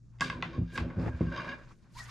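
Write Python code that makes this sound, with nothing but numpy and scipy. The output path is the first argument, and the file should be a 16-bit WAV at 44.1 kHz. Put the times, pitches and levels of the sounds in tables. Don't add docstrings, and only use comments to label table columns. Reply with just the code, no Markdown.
import sys
import numpy as np
from scipy import signal
from scipy.io import wavfile

SR = 44100
rng = np.random.default_rng(int(sys.argv[2]) if len(sys.argv) > 2 else 0)


def unload_audio(sound):
    columns = np.transpose(np.atleast_2d(sound))
    steps = np.round(np.clip(columns, -1, 1) * 32767)
    wavfile.write(sys.argv[1], SR, steps.astype(np.int16))


def gain_from_decibels(decibels):
    exponent = np.asarray(decibels, float) / 20
    return 10 ** exponent


N = 92610

# start_s, level_db
HUM_LEVEL = [(0, -60), (.2, -51), (1.7, -58.5), (1.85, -78.5), (1.98, -52.5), (2.1, -50.5)]
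# frequency_hz, density_db (per Hz)
AIR_SPECTRUM = [(20, 10.5), (60, -14), (130, -3), (250, -14), (600, -54.5), (2500, -56.5), (6000, -41.5),
                (14000, -74)]
# frequency_hz, share
LIKENESS = [(60, 0.75), (300, 0.49), (1000, 0.8), (4000, 0.69), (12000, 0.64)]
# start_s, level_db, brightness_db_per_octave
RUB = [(0, -81, 2.5), (.6, -71, -8), (.75, -60, 11), (.8, -44.5, 0), (.87, -57.5, -3), (.96, -58.5, -4),
       (1.03, -45, -1.5), (1.08, -43, -4.5), (1.11, -60.5, -1), (1.3, -54.5, 0.5), (1.55, -56, -1.5),
       (1.67, -65, 2.5), (1.72, -57, 2.5), (1.77, -79, 10.5), (1.87, -70.5, 0.5), (1.93, -74.5, 10.5),
       (1.99, -46, 7), (2.1, -53, 6)]
# frequency_hz, density_db (per Hz)
CLOTH_SPECTRUM = [(250, 10.5), (500, 2), (1000, 9), (2000, 1), (3000, -9.5), (4700, -9), (8000, -24.5),
                  (14000, -43)]
# start_s, level_db
DRAG = [(0, -80), (.19, -68), (.22, -36), (.5, -41), (.56, -37.5), (.67, -56), (.8, -30), (.94, -43.5),
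        (1.0, -27.5), (1.09, -43), (1.12, -49.5), (1.3, -37.5), (1.55, -47.5), (1.6, -56.5), (1.8, -63),
        (2.1, -68.5)]
# start_s, peak_db, contact_softness_ms, flex_pitch_hz
BUMPS = [(0.207, -32.5, 0.21, 170), (0.294, -25.5, 1.8, 169), (0.348, -35, 0.63, 108),
         (0.458, -34.5, 0.63, 154), (0.58, -21.5, 0.44, 83.6), (0.614, -16.5, 1.12, 125.6),
         (0.784, -25, 0.92, 139.4), (0.809, -14.5, 2.67, 75), (0.843, -22, 2.1, 98),
         (0.966, -18.5, 1.66, 147), (.977, -20.5, 0.73, 128), (1.034, -30, 0.24, 104),
         (1.062, -28, 0.064, 117), (1.088, -29, 0.21, 70.5), (1.136, -23, 1.2, 74.6),
         (1.208, -17, 0.24, 130), (1.237, -27, 0.84, 110), (1.268, -16.5, 1.28, 163),
         (1.301, -64, 0.71, 115), (1.467, -43, 0.15, 179), (1.718, -54, 0.35, 144)]
# pitch_hz, level_db, t60_s
TABLE_MODES = [(59.3, -5.5, 0.31), (108, -10, 0.27), (133.7, 3.5, 0.053), (169.7, -5, 0.28),
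               (248.6, -1.5, 0.17), (265, -2, 0.05), (337, -2.5, 0.069), (396.5, -12, 0.14),
               (503, 2, 0.015)]
# start_s, peak_db, contact_softness_ms, chatter_s, low_ring_db
SNAPS = [(0.1853, -61, 0.039, 0.012, -8), (0.197, -44, 0.051, 0.007, -7.5),
         (0.2077, -19.5, 0.033, 0.0097, -5), (0.218, -29.5, 0.083, 0.0056, 3),
         (0.299, -26.5, 0.053, 0.0027, 0), (0.424, -17.5, 0.072, 0.0015, -8.5),
         (0.429, -31, 0.28, 0.0015, 7.5), (0.7763, -25, 0.051, 0.0027, -1.5),
         (0.9066, -37, 0.12, 0.00081, -4.5), (1.211, -32, 0.21, 0.0026, -9),
         (0.782, -29.5, 0.089, 0.0042, -5)]
# pitch_hz, width_hz, level_db
FRAME_MODES = [(1099, 74, -4.5), (1424, 110, -10), (1600, 41, -6.5), (1666, 39, -12.5), (2088, 82, -6.5),
               (2547, 58, -14.5), (2663, 40, -13.5), (2854, 110, -12), (3420, 370, -2.5), (3790, 43, -16.5),
               (4660, 27, -17.5), (4700, 180, -29), (5070, 390, -0.5), (7330, 1200, 4.5)]
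# pitch_hz, width_hz, level_db
FOLDED_FRAME_MODES = [(1040, 78, -6), (1357, 41, -9.5), (1505, 130, -7), (2000, 37, -13), (2450, 120, -7),
                      (2750, 210, -4), (3530, 90, -7.5), (4231, 150, -7.5), (6040, 270, -1.5),
                      (6560, 490, -1.5)]
# start_s, level_db, brightness_db_per_octave
SCRAPE = [(.2, -109, -16), (.24, -43, 10), (.33, -42, -0.5), (.4, -50, -1), (.5, -50, 3), (.57, -49, 2),
          (.62, -72, 6.5), (.68, -62.5, 6), (.765, -40.5, 2.5), (.84, -48.5, -2.5), (1.1, -54, -5.5),
          (1.25, -52, 2.5), (1.28, -67.5, 12), (1.345, -40.5, 0.5), (1.39, -40, 1), (1.545, -43.5, -0.5),
          (1.575, -54, -2.5), (1.76, -73.5, -2.5)]
# pitch_hz, width_hz, level_db
WIRE_MODES = [(582, 52, -3.5), (929, 19, -19.5), (1074, 59.5, -7), (1508, 152, 2), (1646, 246, 3),
              (2183, 180, -6.5), (2400, 41, -13.5), (2650, 230, -12), (2802, 53, -15.5), (3093, 162, -12.5),
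              (3744, 250, -10), (4685, 104, -18.5), (4945, 370, -15), (6540, 180, -30)]
# start_s, length_s, from_hz, to_hz, level_db
SQUEAKS = [(.212, 0.021, 1600, 1634, -35.5), (.325, 0.019, 1035, 1040, -43),
           (.345, 0.042, 1040, 1005, -44.5), (.355, 0.048, 1600, 1600, -56.5),
           (.52, 0.063, 1076, 1113, -52), (.67, 0.13, 1629, 1600, -58.5), (.738, 0.039, 1627, 1615, -47),
           (.73, 0.02, 1060, 1127, -60), (1.1, .05, 1600, 1600, -53), (.21, .022, 1104, 1134, -37),
           (1.25, 0.058, 1570, 1594, -51), (1.26, 0.077, 1076, 1068, -53.5),
           (1.305, 0.077, 1579, 1578, -46.5), (1.36, 0.042, 1080, 1123, -47.5),
           (1.465, 0.062, 1638, 1632, -49), (1.505, 0.055, 1680, 1656, -45.5),
           (1.56, 0.069, 1656, 1657, -60)]
# start_s, peak_db, brightness_db_per_octave, length_s, lower_ring_lean_db
CATCHES = [(0.902, -39.5, -1.5, 0.0023, -5), (1.262, -44.5, -3, 0.017, 9), (1.317, -33, -10, 0.015, -4.5),
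           (1.3612, -34, 2.5, 0.0047, 8), (1.373, -33, 6, 0.0098, 12), (1.396, -25.5, -9, 0.0062, -2),
           (1.402, -34, 4.5, 0.005, 9), (1.4455, -37, 1, 0.0055, 13.5), (1.468, -36, -7, 0.0081, 3),
           (1.49, -33.5, 5.5, 0.0057, 5), (1.514, -34, 2, 0.0053, -6), (1.5247, -34.5, -2, 0.0091, -0.5),
           (1.552, -46, -10, 0.002, -18), (1.672, -46, -13, 0.0021, 0.5)]
# start_s, length_s, from_hz, to_hz, level_db
FOLD = [
    (1.945, 0.0586, 850, 1190, -55),
    (1.99, 0.0334, 1900, 1890, -48),
    (2.02, .08, 1680, 2250, -58),
    (2.06, 0.0746, 844, 1680, -51),
]

HUM_HZ, HUM_HALF_DB, HUM_LEFT_DB = 117.8, -6.5, 1
AIR_DB = -57.5
DRAG_DB, JOLTS_PER_S, DRAG_CUT_HZ = -5.5, 400, 680
BUMP_DB, FLEX_DB, FLEX_CYCLES = -4, 5.5, 6.54
FIRST_TOUCH, CHATTER_PER_S = 2.19, 6000
CRACK_DB, SNAP_RING_DB, RING_PUSH_S = -7.5, -17, 0.002
SNAP_TAIL_DB, SNAP_TAIL_T60_S = -13.5, 0.3
FOLDED_S = (0.4, 0.5)
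SLIPS_PER_S, SLIP_SPREAD_DB, SCRAPE_WAVER_DB = 2200, 3.0, 2.0
SCRAPE_RING_DB, SCRAPE_GRIT_DB, GRIT_CUT_HZ = -23.5, -19, 5000
LEANING_S, FREE_PANEL_DB = (1.26, 1.62), -5
CATCHES_DB, CATCH_NARROWING, CATCH_PANEL_DB = -8, 0.6, -8
SQUEAK_WIDTH_HZ, FOLD_WIDTH_HZ = 35, 55
ROOM_T60_S, ROOM_DB, WALL_CUT_HZ, ROOM_LOW_HZ = 0.13, -10.5, 8400, 417
LEFT_DB, TOP_HZ = -0.15, 15300


def rms_one(x):
    return x / np.sqrt(np.mean(x ** 2) + 1e-20)


def in_time(rows):
    s, *columns = np.transpose(rows)
    return [np.interp(np.arange(N) / SR, s, c) for c in columns]


def at_hz(points, hz):
    table_hz, level = np.array(points).T
    return np.interp(np.log(hz), np.log(table_hz), level)


def drift(rate):
    r = np.exp(-80 * np.pi * rate / SR)
    white = rng.standard_normal(N // 40 + 2002)
    slow = signal.lfilter([1], [1, -2 * r, r * r], white)[2000:]
    return np.interp(np.arange(N) / 40, np.arange(len(slow)), rms_one(slow))


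def ring(x, hz, width):
    r, w = np.exp(-np.pi * width / SR), 2 * np.pi * hz / SR
    return signal.lfilter([0, np.sin(w)], [1, -2 * r * np.cos(w), r * r], x + 1e-18)


def cut(x, hz, kind="low"):
    hz = np.clip(hz, 10, 0.45 * SR)
    return signal.sosfilt(signal.butter(2, hz, kind, fs=SR, output="sos"), x)


def grains(rate, spread_db):
    sizes = gain_from_decibels(spread_db * np.minimum(rng.exponential(1, N), 5))
    signs = rng.choice([-1, 1], N)
    return rms_one(sizes * signs * (rng.random(N) < rate / SR))


def left_right(db):
    return gain_from_decibels(np.array([[db], [-db]]))


def banded_noise(spectrum, patchy_db, tilt_db=0, grit=0):
    out, power = 0, 0
    together = drift(9)
    edges = 20 * 2 ** np.arange(0, 9.6, 0.5)
    clicks = grains(730, 3.1) * [[1], [0]]
    white = (rng.standard_normal((2, 2, N)) + grit * clicks) / np.hypot(1, grit)
    for k, (low, high) in enumerate(zip(edges, edges[1:])):
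        band = signal.butter(2, [low, high], "band", fs=SR, output="sos")
        mid, side = signal.sosfilt(band, white[k % 2])
        hz = np.sqrt(low * high)
        level_db = at_hz(spectrum, hz)
        alike = np.clip(at_hz(LIKENESS, hz), 0, 1)
        power += gain_from_decibels(2 * level_db) * (high - low) * 4 / SR
        flicker_db = patchy_db * (together + drift(25))
        gain = gain_from_decibels(level_db + tilt_db * np.log2(hz / 2000) + flicker_db)
        out = out + gain * (np.sqrt(1 + alike) * mid + np.sqrt(1 - alike) * side * [[1], [-1]])
    return out / np.sqrt(power)


def glides(rows, width_hz):
    wobble = cut(cut(rng.standard_normal((2, N)), width_hz), width_hz)
    flicker, out = gain_from_decibels(2.0 * drift(44)), 0
    for k, (s, length, from_hz, to_hz, db) in enumerate(rows):
        way = np.clip((np.arange(N) / SR - s) / length, 0, 1)
        phase = 2 * np.pi * np.cumsum(from_hz + (to_hz - from_hz) * way) / SR
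        a, b = np.roll(wobble, k * N // 19, axis=1)
        tone = rms_one((a + np.std(a)) * np.cos(phase) + b * np.sin(phase))
        out = out + gain_from_decibels(db) * np.sin(np.pi * way) * tone
    return flicker * out


def hum():
    phase = 2 * np.pi * HUM_HZ * np.arange(N) / SR
    tone = np.sin(phase) + gain_from_decibels(HUM_HALF_DB) * np.sin(phase / 2)
    return gain_from_decibels(in_time(HUM_LEVEL)[0]) * np.sqrt(2) * tone


def room_air():
    return gain_from_decibels(AIR_DB) * banded_noise(AIR_SPECTRUM, patchy_db=1.2)


def cloth_rub():
    level_db, tilt_db = in_time(RUB)
    rub = banded_noise(CLOTH_SPECTRUM, patchy_db=2.7, tilt_db=tilt_db, grit=0.25)
    return cut(gain_from_decibels(level_db) * rub, 170, "high")


def drag():
    return gain_from_decibels(in_time(DRAG)[0] + DRAG_DB) * cut(grains(JOLTS_PER_S, 2.53), DRAG_CUT_HZ)


def bumps():
    strengths = rng.normal(0, 1.0, (len(BUMPS), len(TABLE_MODES)))
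    pushes, flex = np.zeros((len(TABLE_MODES), N + SR)), np.zeros(N + SR)
    t = np.arange(SR // 4) / SR
    for (s, peak_db, soft, hz), own_db in zip(BUMPS, strengths):
        i = int(s * SR)
        contact = t * np.exp(-1000 * t / soft)
        contact *= gain_from_decibels(peak_db) / contact.sum()
        pushes[:, i:i + len(t)] += gain_from_decibels(BUMP_DB + own_db)[:, None] * contact
        flex[i:i + len(t)] += gain_from_decibels(FLEX_DB) * ring(contact, hz, np.log(1000) / np.pi * hz / FLEX_CYCLES)
    return pushes[:, :N], flex[:N]


def table():
    friction = drag()
    pushes, out = bumps()
    for push, (hz, db, t60) in zip(pushes, TABLE_MODES):
        out = gain_from_decibels(db) * ring(push + 0.05 * friction, hz, np.log(1000) / np.pi / t60) - out
    return cut(cut(out, 72, "high"), 46, "high")


def frame_ring(push, frame, low_db):
    span, out = len(push), 0
    short_push = push * np.exp(-np.arange(span) / SR / RING_PUSH_S)
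    for k, (hz, width, db) in enumerate(frame):
        share = np.sqrt(np.sum(push ** 2) * SR / (4 * np.pi * width) / span)
        gain = gain_from_decibels(db + low_db * (hz < 1800)) * share
        out = out + gain * rms_one(ring(short_push, hz, width)) * (-1) ** k
    return out


def snaps():
    out, span = np.zeros(N + SR), SR // 2
    t = np.arange(span) / SR
    for s, db, soft, length, low_db in SNAPS:
        touches = rng.standard_normal(span) * (rng.random(span) < CHATTER_PER_S / SR)
        chatter = touches * (1 - np.exp(-t / 0.0002)) * np.exp(-t / length)
        push = chatter + FIRST_TOUCH * (np.arange(span) == 20)
        frame = FOLDED_FRAME_MODES if FOLDED_S[0] < s < FOLDED_S[1] else FRAME_MODES
        rung = frame_ring(push, frame, low_db)
        crack = cut(push * np.exp(-t / 0.0019), 4200, "high")
        tail = cut(rng.standard_normal(span), 600, "high")
        tail = tail * gain_from_decibels(-60 * t / SNAP_TAIL_T60_S) * (1 - np.exp(-t / 0.00065))
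        bright_hz = 160 / soft
        struck = (gain_from_decibels(CRACK_DB) * crack + gain_from_decibels(SNAP_RING_DB) * rung) * 8000 / bright_hz
        i = int(s * SR)
        out[i:i + span] += gain_from_decibels(db) * cut(cut(struck + gain_from_decibels(SNAP_TAIL_DB) * tail, bright_hz), 2 * bright_hz)
    return cut(out[:N], 540, "high")


def scrape():
    level_db, tilt_db = in_time(SCRAPE)
    force = gain_from_decibels(level_db + SCRAPE_WAVER_DB * drift(32))
    slips = force * grains(SLIPS_PER_S, SLIP_SPREAD_DB)
    free = np.abs(np.arange(N) / SR - np.mean(LEANING_S)) > np.ptp(LEANING_S) / 2
    rung = 0
    for k, (hz, width, db) in enumerate(WIRE_MODES):
        gain = gain_from_decibels(db + 0.5 * drift(1.3) + FREE_PANEL_DB * free * (k == 0))
        tilted = slips * gain_from_decibels(tilt_db * np.log2(hz / 1500))
        rung = rung + gain * ring(tilted, hz, width) * (-1) ** k
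    grit = cut(cut(slips * gain_from_decibels(tilt_db), GRIT_CUT_HZ), GRIT_CUT_HZ)
    return gain_from_decibels(SCRAPE_RING_DB) * rung + gain_from_decibels(SCRAPE_GRIT_DB) * cut(grit, 980, "high")


def squeaks():
    return glides(SQUEAKS, SQUEAK_WIDTH_HZ)


def catches():
    out, span = np.zeros(N + SR), SR // 8
    t = np.arange(span) / SR
    for s, peak_db, tilt_db, length, lean_db in CATCHES:
        slips = rng.standard_normal(span) * np.exp(-t / length) * (1 - np.exp(-t / 0.0019))
        push = 0.14 * slips + 0.65 * (np.arange(span) == 0)
        rung = 0
        for k, (hz, width, db) in enumerate(WIRE_MODES):
            mode_db = db + tilt_db * np.log2(max(hz, 1000) / 1500)
            mode_db += lean_db * (800 < hz < 1300) + CATCH_PANEL_DB * (k == 0)
            rung = rung + gain_from_decibels(mode_db) * ring(push, hz, width * CATCH_NARROWING) * (-1) ** k
        i = int(s * SR)
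        out[i:i + span] += gain_from_decibels(peak_db) * rung
    return gain_from_decibels(CATCHES_DB) * out[:N]


def fold():
    return glides(FOLD, FOLD_WIDTH_HZ)


def room(x):
    out, dull = np.zeros((2, N)), np.exp(-2 * np.pi * WALL_CUT_HZ / SR)
    x = cut(x, ROOM_LOW_HZ, "high")
    lags = (rng.uniform(0.003, 0.028, 16) * SR).astype(int)
    for k, lag in enumerate(lags):
        loop, state = x.copy(), [0.]
        gain = gain_from_decibels(-60 * lag / SR / ROOM_T60_S)
        for i in range(lag, N, lag):
            back, state = signal.lfilter([gain * (1 - dull)], [1, -dull], loop[i - lag:i], zi=state)
            loop[i:i + lag] += back[:N - i]
        out[k % 2] += (loop - x) * (-1) ** (k // 2)
    return out


def scene():
    around = hum() * left_right(HUM_LEFT_DB) + room_air() + cloth_rub()
    near = table() + snaps() + scrape() + squeaks() + catches() + fold()
    return near * left_right(LEFT_DB) + gain_from_decibels(ROOM_DB) * room(near) + around


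def top_cut(x):
    return signal.sosfilt(signal.butter(12, 14260, fs=SR, output="sos"), x)


def record(dry):
    low_pass = signal.cheby2(10, 60, TOP_HZ, fs=SR, output="sos")
    mix = signal.sosfilt(low_pass, dry)
    return top_cut(mix)


dry = scene()
out = record(dry)
unload_audio(out)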